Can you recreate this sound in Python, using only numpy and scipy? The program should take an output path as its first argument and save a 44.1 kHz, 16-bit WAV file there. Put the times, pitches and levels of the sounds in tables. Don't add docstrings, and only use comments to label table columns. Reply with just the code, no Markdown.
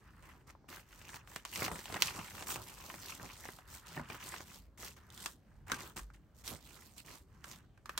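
import sys
import numpy as np
from scipy import signal
from scipy.io import wavfile

SR = 44100
rng = np.random.default_rng(int(sys.argv[2]) if len(sys.argv) > 2 else 0)


def materialize(psi):
    bounded = np.clip(np.atleast_2d(psi).T, -1, 1)
    quanta = np.round(bounded * 32767).astype(np.int16)
    wavfile.write(sys.argv[1], SR, quanta)


N = 352359

# frequency in Hz, relative level per Hz in dB.
PAPER_SPECTRUM = [(45, -2), (72, 7.5), (680, -1), (1000, 4), (8000, 7), (16000, 2.5)]
# frequency in Hz, width in Hz, boost in dB.
FIXED_RESONANCES = [(947, 93, 2.5), (1960, 37, 1.5)]
# frequency in Hz, level relative to the knock in dB, t60 in seconds.
TRAY_MODES = [(264.5, 2, 0.092), (1163, -6, 0.11), (1560, 7, 0.051)]
# the three ranges of paper sound, in Hz
FLAP_BAND_HZ, SHEET_BAND_HZ, CRACK_BAND_HZ = (40, 700), (700, 3000), (3000, 17000)
BUILD_UP_S = .001


def sliding(hiss_gain, ring_gain, dull_hz=1600):
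    fibres = np.hypot(slips(per_s=480, size_db=5.5, length_s=0.0006), .7)
    catches = np.hypot(slips(per_s=190, size_db=5.5, length_s=0.0014), .6)
    hiss = coloured(fibres, PAPER_SPECTRUM, CRACK_BAND_HZ, wander_db=2.0)
    sheet = coloured(catches, PAPER_SPECTRUM, SHEET_BAND_HZ, wander_db=3.0)
    sheet = rms_one(resonate(sheet, FIXED_RESONANCES))
    quick = np.minimum(hiss_gain / ring_gain, 1)
    dull_sheet = soften(np.fliplr(sheet), dull_hz)
    sheet = np.sqrt(quick) * sheet + np.sqrt(1 - quick) * dull_sheet
    return hiss_gain * hiss + ring_gain * sheet


def friction():
    # start in seconds, length in seconds, fastest moment as a share
    # of the length (0-1), friction hiss level in dB, ring of the sheet relative to the hiss in dB.
    strokes = [(0.22, 0.16, 0, -66.5, 5.5), (0.464, 0.048, 0.8, -62, 2.5), (0.68, 0.13, 0.17, -52.5, -2),
               (0.858, 0.25, 0.86, -61.5, -1.5), (1.074, 0.1, 0.93, -54, -3.5), (1.264, 0.14, 0.6, -57, -3),
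               (1.46, 0.1, 0.9, -52, -7.5), (1.526, 0.16, 0.8, -41, -4), (1.704, 0.27, 0, -51, -8.5),
               (1.854, 0.39, 0.17, -53, 0), (1.997, 0.12, 0.45, -41, -6.5), (2.142, 0.33, 0.05, -51, -6),
               (2.335, 0.16, 0.1, -52.5, -1), (2.459, 0.11, 0.47, -41, -7.5), (2.56, 0.33, 0.25, -55, -5),
               (2.757, 0.22, 0.83, -53, -2.5), (2.952, 0.25, 0.69, -50, -6), (3.195, 0.31, 0.13, -55, -4),
               (3.382, 0.21, 0.33, -55, -5), (3.671, 0.13, 0.55, -53, -7), (3.852, 0.15, 0.64, -54, -2),
               (4.077, 0.11, 0.66, -55.5, 1), (4.194, 0.24, 0.25, -49.5, -4),
               (4.453, 0.16, 0.55, -55, -6.5), (4.773, 0.14, 0.56, -49, -4.5),
               (4.959, 0.038, 0.63, -61.5, 1), (5.117, 0.21, 0.65, -52.5, -6),
               (5.663, 0.12, 0.86, -54.5, 3), (5.778, 0.13, 0.13, -53.5, 0.5), (5.959, 0.047, 0.1, -46, -4),
               (6.132, 0.027, 0.6, -65.5, 0), (6.343, 0.081, 1, -62.5, -10), (6.436, 0.13, 0.4, -49, -4.5),
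               (6.595, 0.36, 0.4, -59.5, -6), (6.959, 0.054, 0.6, -53.5, -10),
               (7.043, 0.15, 0.54, -54.5, -3.5), (7.431, 0.15, 0.57, -56, -4.5)]
    # start in seconds, length in seconds, level in dB.
    rubs = [(-0.09, 0.53, -68.5), (0.825, 1, -71), (3.6, 0.73, -63.5), (3.974, 0.45, -62),
            (4.974, 0.37, -68), (5.388, 0.3, -77), (6.112, 0.31, -83), (7.27, 0.39, -70.5),
            (7.86, 0.16, -63)]
    rub_hiss_db = -6
    rub_gains = [from_db(db) * movement(start, length, 0.35) for start, length, db in rubs]
    rub = np.linalg.norm(rub_gains, axis=0)
    hiss = ring = rub * from_db(rub_hiss_db) + 1e-18
    for start, length, crest, hiss_db, ring_db in strokes:
        stroke = from_db(hiss_db) * movement(start, length, crest)
        hiss = np.hypot(hiss, stroke)
        ring = np.hypot(ring, from_db(ring_db) * stroke)
    return hiss, ring, rub


def movement(start, length, crest):
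    grip_s, swell_db, release_t60_s = 0.0063, 10, 0.2
    t = np.arange(N) / SR - start
    crest = np.clip(crest, .05, .95)
    off_crest = np.interp(t / length, [0, crest, 1], [-1, 0, 1])
    arch_db = -swell_db * off_crest ** 2
    release_db = -60 * np.maximum(t - length, 0) / release_t60_s
    return np.clip(t / grip_s, 0, 1) * from_db(arch_db + release_db)


def rubbing(gain):
    low_hz, high_hz = 920, 1902
    drive = slips(per_s=150, size_db=3.5, length_s=0.0069) * rng.standard_normal((2, N))
    mid, side = band_pass(drive, (low_hz, high_hz), order=3)
    return gain * rms_one(resonate(spread(mid, side, low_hz), FIXED_RESONANCES))


def flexing(ring_gain, drag=0.72):
    # time of the widest swing in seconds, flap level in dB.
    flaps = [(1.66, -44), (1.728, -47), (1.94, -45.5), (2.176, -48), (2.388, -54.5), (2.585, -48.5),
             (2.9, -60), (3.246, -51.5), (3.997, -48), (4.353, -53.5), (6.524, -52.5), (7.117, -57.5)]
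    flutter_db = -2.5
    swell_s, soft_hz, top_hz = 0.027, 654, 1400
    t = np.arange(N) / SR
    gain = ring_gain * from_db(flutter_db)
    for s, flap_db in flaps:
        gain = np.hypot(gain, from_db(flap_db) / np.cosh((t - s) / swell_s))
    buckling = np.hypot(slips(per_s=220, size_db=4.5, length_s=0.003), drag)
    body = coloured(buckling, PAPER_SPECTRUM, (FLAP_BAND_HZ[0], top_hz), wander_db=1.3)
    return gain * soften(resonate(body, FIXED_RESONANCES), soft_hz, order=1)


def snapping():
    # time in seconds, sheet level in dB,
    # crack relative to the sheet in dB.
    snaps = [(0.501, -55, -9), (0.551, -56, -37), (0.643, -63.5, -51), (0.691, -60, -3), (0.928, -57.5, -6),
             (1.0155, -55.5, -7), (1.0917, -48.5, -6), (1.143, -47, -12), (1.1665, -49.5, -21),
             (1.275, -55, -6), (1.3612, -42, 0), (1.4516, -42.5, 0), (1.4574, -53, 2), (1.5585, -43.5, 4.5),
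             (1.6645, -42, -8), (1.8568, -48, 0.5), (1.9245, -50, 3), (1.9427, -38.5, -5), (2.022, -29, 7),
             (2.5054, -41.5, -4), (2.9007, -44.5, -11), (3.085, -61, 3), (3.588, -51.5, -17),
             (4.34, -42.5, -31), (5.103, -62.5, 6.5), (5.177, -64, 15), (7.514, -55.5, 6)]
    buckles = [(1.362, -46.5, -8), (1.6209, -36, -14), (1.681, -38.5, -10), (1.7154, -40.5, -19),
               (1.7565, -47, -7), (1.79, -48.5, -8.5), (1.9, -47.5, -16), (1.962, -41.5, -22),
               (1.9669, -42, -9), (2.157, -59, 2), (2.1916, -47, -3.5), (2.424, -46, -3),
               (2.5588, -41.5, -7), (2.9414, -48, -5), (3.198, -49, -29), (3.4535, -48, -29),
               (3.4886, -45.5, -31), (3.976, -41.5, -28), (3.9961, -42.5, -30), (4.101, -42.5, -9),
               (4.1457, -49.5, -7), (4.405, -48.5, -23), (4.831, -51.5, -4), (5.8055, -51, 4.5)]
    taps = [(5.26, -38, 3), (5.699, -42.5, -9.5), (5.718, -31.5, -2), (5.7435, -44.5, -2),
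            (5.9754, -47.5, 0), (5.9918, -46.5, -11.5), (6.102, -57, -16.5), (6.4777, -49.5, 10.5),
            (7.4424, -46.5, -3), (7.776, -63.5, -9), (7.858, -48, -5.5), (7.8937, -38.5, -10),
            (7.977, -37, 4.5)]
    # its rows, low flap relative to the sheet in dB, thickness (longer, more ragged than a snap)
    kinds = [(snaps, -17, 1), (buckles, -1, 1.5), (taps, -16, 1.9)]
    ring_width_hz, ring_boost_db = 220, 7
    tray_rings = [(hz, ring_width_hz, ring_boost_db) for hz, _, _ in TRAY_MODES]
    out = np.zeros((2, N + SR))
    for rows, flap_db, thick in kinds:
        for s, sheet_db, crack_db in rows:
            bend = (rng.uniform(*SHEET_BAND_HZ), ring_width_hz, ring_boost_db)
            rings = tray_rings if rows is taps else list(FIXED_RESONANCES) + [bend]
            hit = from_db(sheet_db) * contact(rings, flap_db, crack_db, thick)
            start = int((s - BUILD_UP_S) * SR)
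            out[:, start:start + len(hit.T)] += hit
    return out[:, :N]


def contact(rings, flap_db, crack_db, thick, contact_hz=3800, crack_hz=5000):
    flap = burst((110, FLAP_BAND_HZ[1]), rings, t60=.032, crumple=thick)
    sheet = burst(SHEET_BAND_HZ, rings, t60=.011 * thick, crumple=1.5 * thick)
    crack = burst(CRACK_BAND_HZ, rings, t60=.011 * thick, crumple=1.5 * thick)
    sheet = soften(sheet, contact_hz * from_db(crack_db / 4))
    return from_db(flap_db) * flap + sheet + from_db(crack_db) * soften(crack, crack_hz, order=1)


def burst(band, resonances, t60, crumple):
    shiver_db, shiver_t60_s = -16, 0.15
    level_span_s = .006
    t = (np.arange(SR // 10) - int(BUILD_UP_S * SR)) / SR
    after = np.maximum(t, 0)
    decay = from_db(-60 * after / t60) + from_db(shiver_db - 60 * after / shiver_t60_s)
    shape = np.clip(1 + t / BUILD_UP_S, 0, 1) * decay
    cracks, side = rng.standard_normal((2, len(t))) * shape / np.linalg.norm(shape)
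    pulse = t == 0
    pair = spread(crumple * cracks - pulse, crumple * side, np.sqrt(np.prod(band)))
    sound = resonate(band_pass(pair, band), resonances)
    return sound / np.linalg.norm(sound) * np.sqrt(2 * level_span_s * SR)


def tray():
    # time in seconds, level in dB.
    knocks = [(5.72, -42), (5.734, -42), (7.893, -59.5)]
    out = np.zeros(N)
    for s, knock_db in knocks:
        t = np.maximum(np.arange(N) / SR - s, 0)
        for hz, mode_db, t60 in TRAY_MODES:
            out += from_db(knock_db + mode_db - 60 * t / t60) * np.sin(2 * np.pi * hz * t)
    return out


def thumping(rise_s=0.023):
    # time in seconds, frequency in Hz,
    # level in dB before the soft rise lowers it, t60 in seconds.
    thumps = [(3.967, 151, -27.5, 0.13), (3.992, 239, -28.5, 0.1), (6.006, 49.9, -35.5, 0.35)]
    out = np.zeros(N)
    for s, hz, level_db, t60 in thumps:
        t = np.maximum(np.arange(N) / SR - s, 0)
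        envelope = from_db(level_db - 60 * t / t60) * (1 - np.exp(-t / rise_s))
        out += envelope * np.sin(2 * np.pi * hz * t)
    return out


def room(x, t60=0.042, wall_hz=6000, wet_db=-15):
    t = np.arange(SR // 2) / SR
    echoes = rng.standard_normal((2, len(t))) * from_db(-60 * t / t60) * (t > .004)
    echoes = band_pass(echoes, (120, min(wall_hz, .45 * SR)), order=1)
    echoes /= np.linalg.norm(echoes[0])
    return from_db(wet_db) * signal.fftconvolve(x, echoes, axes=1)[:, :N]


def room_hum():
    # frequency in Hz, relative level per Hz in dB.
    room_tone = [(25, -29.5), (50, 1), (150, -4.5), (400, -19), (1700, -31.5), (2400, -38.5), (16000, -49)]
    level_db = -61.5
    return from_db(level_db) * coloured(1, room_tone, (22, 17000), wander_db=2.5, wander_rate=9)


def slips(per_s, size_db, length_s):
    uneven_db = size_db * np.minimum(rng.exponential(1, N), 2.5)
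    sizes = from_db(uneven_db) * (rng.random(N) < per_s / SR)
    power = signal.lfilter([1], [1, -np.exp(-1 / (length_s * SR))], sizes ** 2 + 1e-18)
    return rms_one(np.sqrt(power))


def coloured(force, spectrum, band, wander_db, wander_rate=24):
    edges = np.geomspace(*band, int(2 * np.log2(band[1] / band[0])) + 2)
    drive = force * rng.standard_normal((2, 2, N))
    out = 0
    for k, (low, high) in enumerate(zip(edges, edges[1:])):
        hz = np.sqrt(low * high)
        gain = from_db(at_hz(spectrum, hz) + wander_db * drift(wander_rate))
        mid, side = band_pass(drive[k % 2], (low, high))
        out = out + gain * spread(mid, side, hz)
    return rms_one(out)


def resonate(x, resonances):
    out = x
    for hz, width, boost_db in resonances:
        r = np.exp(-np.pi * width / SR)
        zeros = np.array([1, 0, -1]) * (1 - r * r) / 2
        poles = [1, -2 * r * np.cos(2 * np.pi * hz / SR), r * r]
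        out = out + (from_db(boost_db) - 1) * signal.lfilter(zeros, poles, out)
    return out


def soften(x, hz, order=4):
    dull = signal.sosfilt(signal.butter(order, min(hz, .45 * SR), fs=SR, output="sos"), x)
    return rms_one(dull) * np.std(x)


def spread(mid, side, hz):
    # frequency in Hz, likeness of the ports (0-1).
    likeness = [(60, 0.94), (1000, 0.76), (4000, 0.4), (12000, 0.4)]
    angle = np.arccos(np.clip(at_hz(likeness, hz), 0, 1)) / 2
    shared, opposed = np.cos(angle) * mid, np.sin(angle) * side
    return np.array([shared + opposed, shared - opposed])


def pan_notes(x):
    # time in seconds, left minus right in dB.
    place = [(6.1, -.6), (6.6, -4.5), (8, -1.5)]
    s, left_minus_right_db = np.transpose(place)
    pan_db = np.interp(np.arange(N) / SR, s, left_minus_right_db)
    return x * from_db(np.array([pan_db, -pan_db]) / 2)


def band_pass(x, band, order=2):
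    return signal.sosfilt(signal.butter(order, band, "band", fs=SR, output="sos"), x + 1e-18)


def drift(rate):
    points = rng.standard_normal(int(rate * N / SR) + 2)
    return rms_one(np.interp(np.arange(N) * rate / SR, np.arange(len(points)), points))


def at_hz(points, hz):
    f, value = np.transpose(points)
    return np.interp(np.log(hz), np.log(f), value)


def from_db(db):
    return 10 ** (np.asarray(db) / 20)


def rms_one(x):
    return x / np.sqrt(np.mean(x ** 2) + 1e-20)


def scene():
    hiss, ring, rub = friction()
    paper = sliding(hiss, ring) + rubbing(rub) + flexing(ring) + snapping()
    notes = pan_notes(paper + tray())
    return notes + room(notes) + thumping() + room_hum()


def record(dry):
    port_hz, port_width_hz, port_db = 4000, 3000, 0.43
    lag = .3
    cutoff_hz = 15800
    # frequency in Hz, width in Hz.
    mic_dips = [(10520, 930), (13880, 140)]
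    dip_db = -21
    left, right = dry
    left = signal.lfilter([lag, 1], [1, lag], left)
    left = resonate(left, [(port_hz, port_width_hz, -port_db)])
    right = resonate(right, [(port_hz, port_width_hz, port_db)])
    dips = [(hz, width, dip_db) for hz, width in mic_dips]
    heard = resonate(resonate(np.array([left, right]), dips), dips)
    return signal.sosfilt(signal.ellip(10, .2, 80, cutoff_hz, fs=SR, output="sos"), heard)


dry = scene()
out = record(dry)
materialize(out)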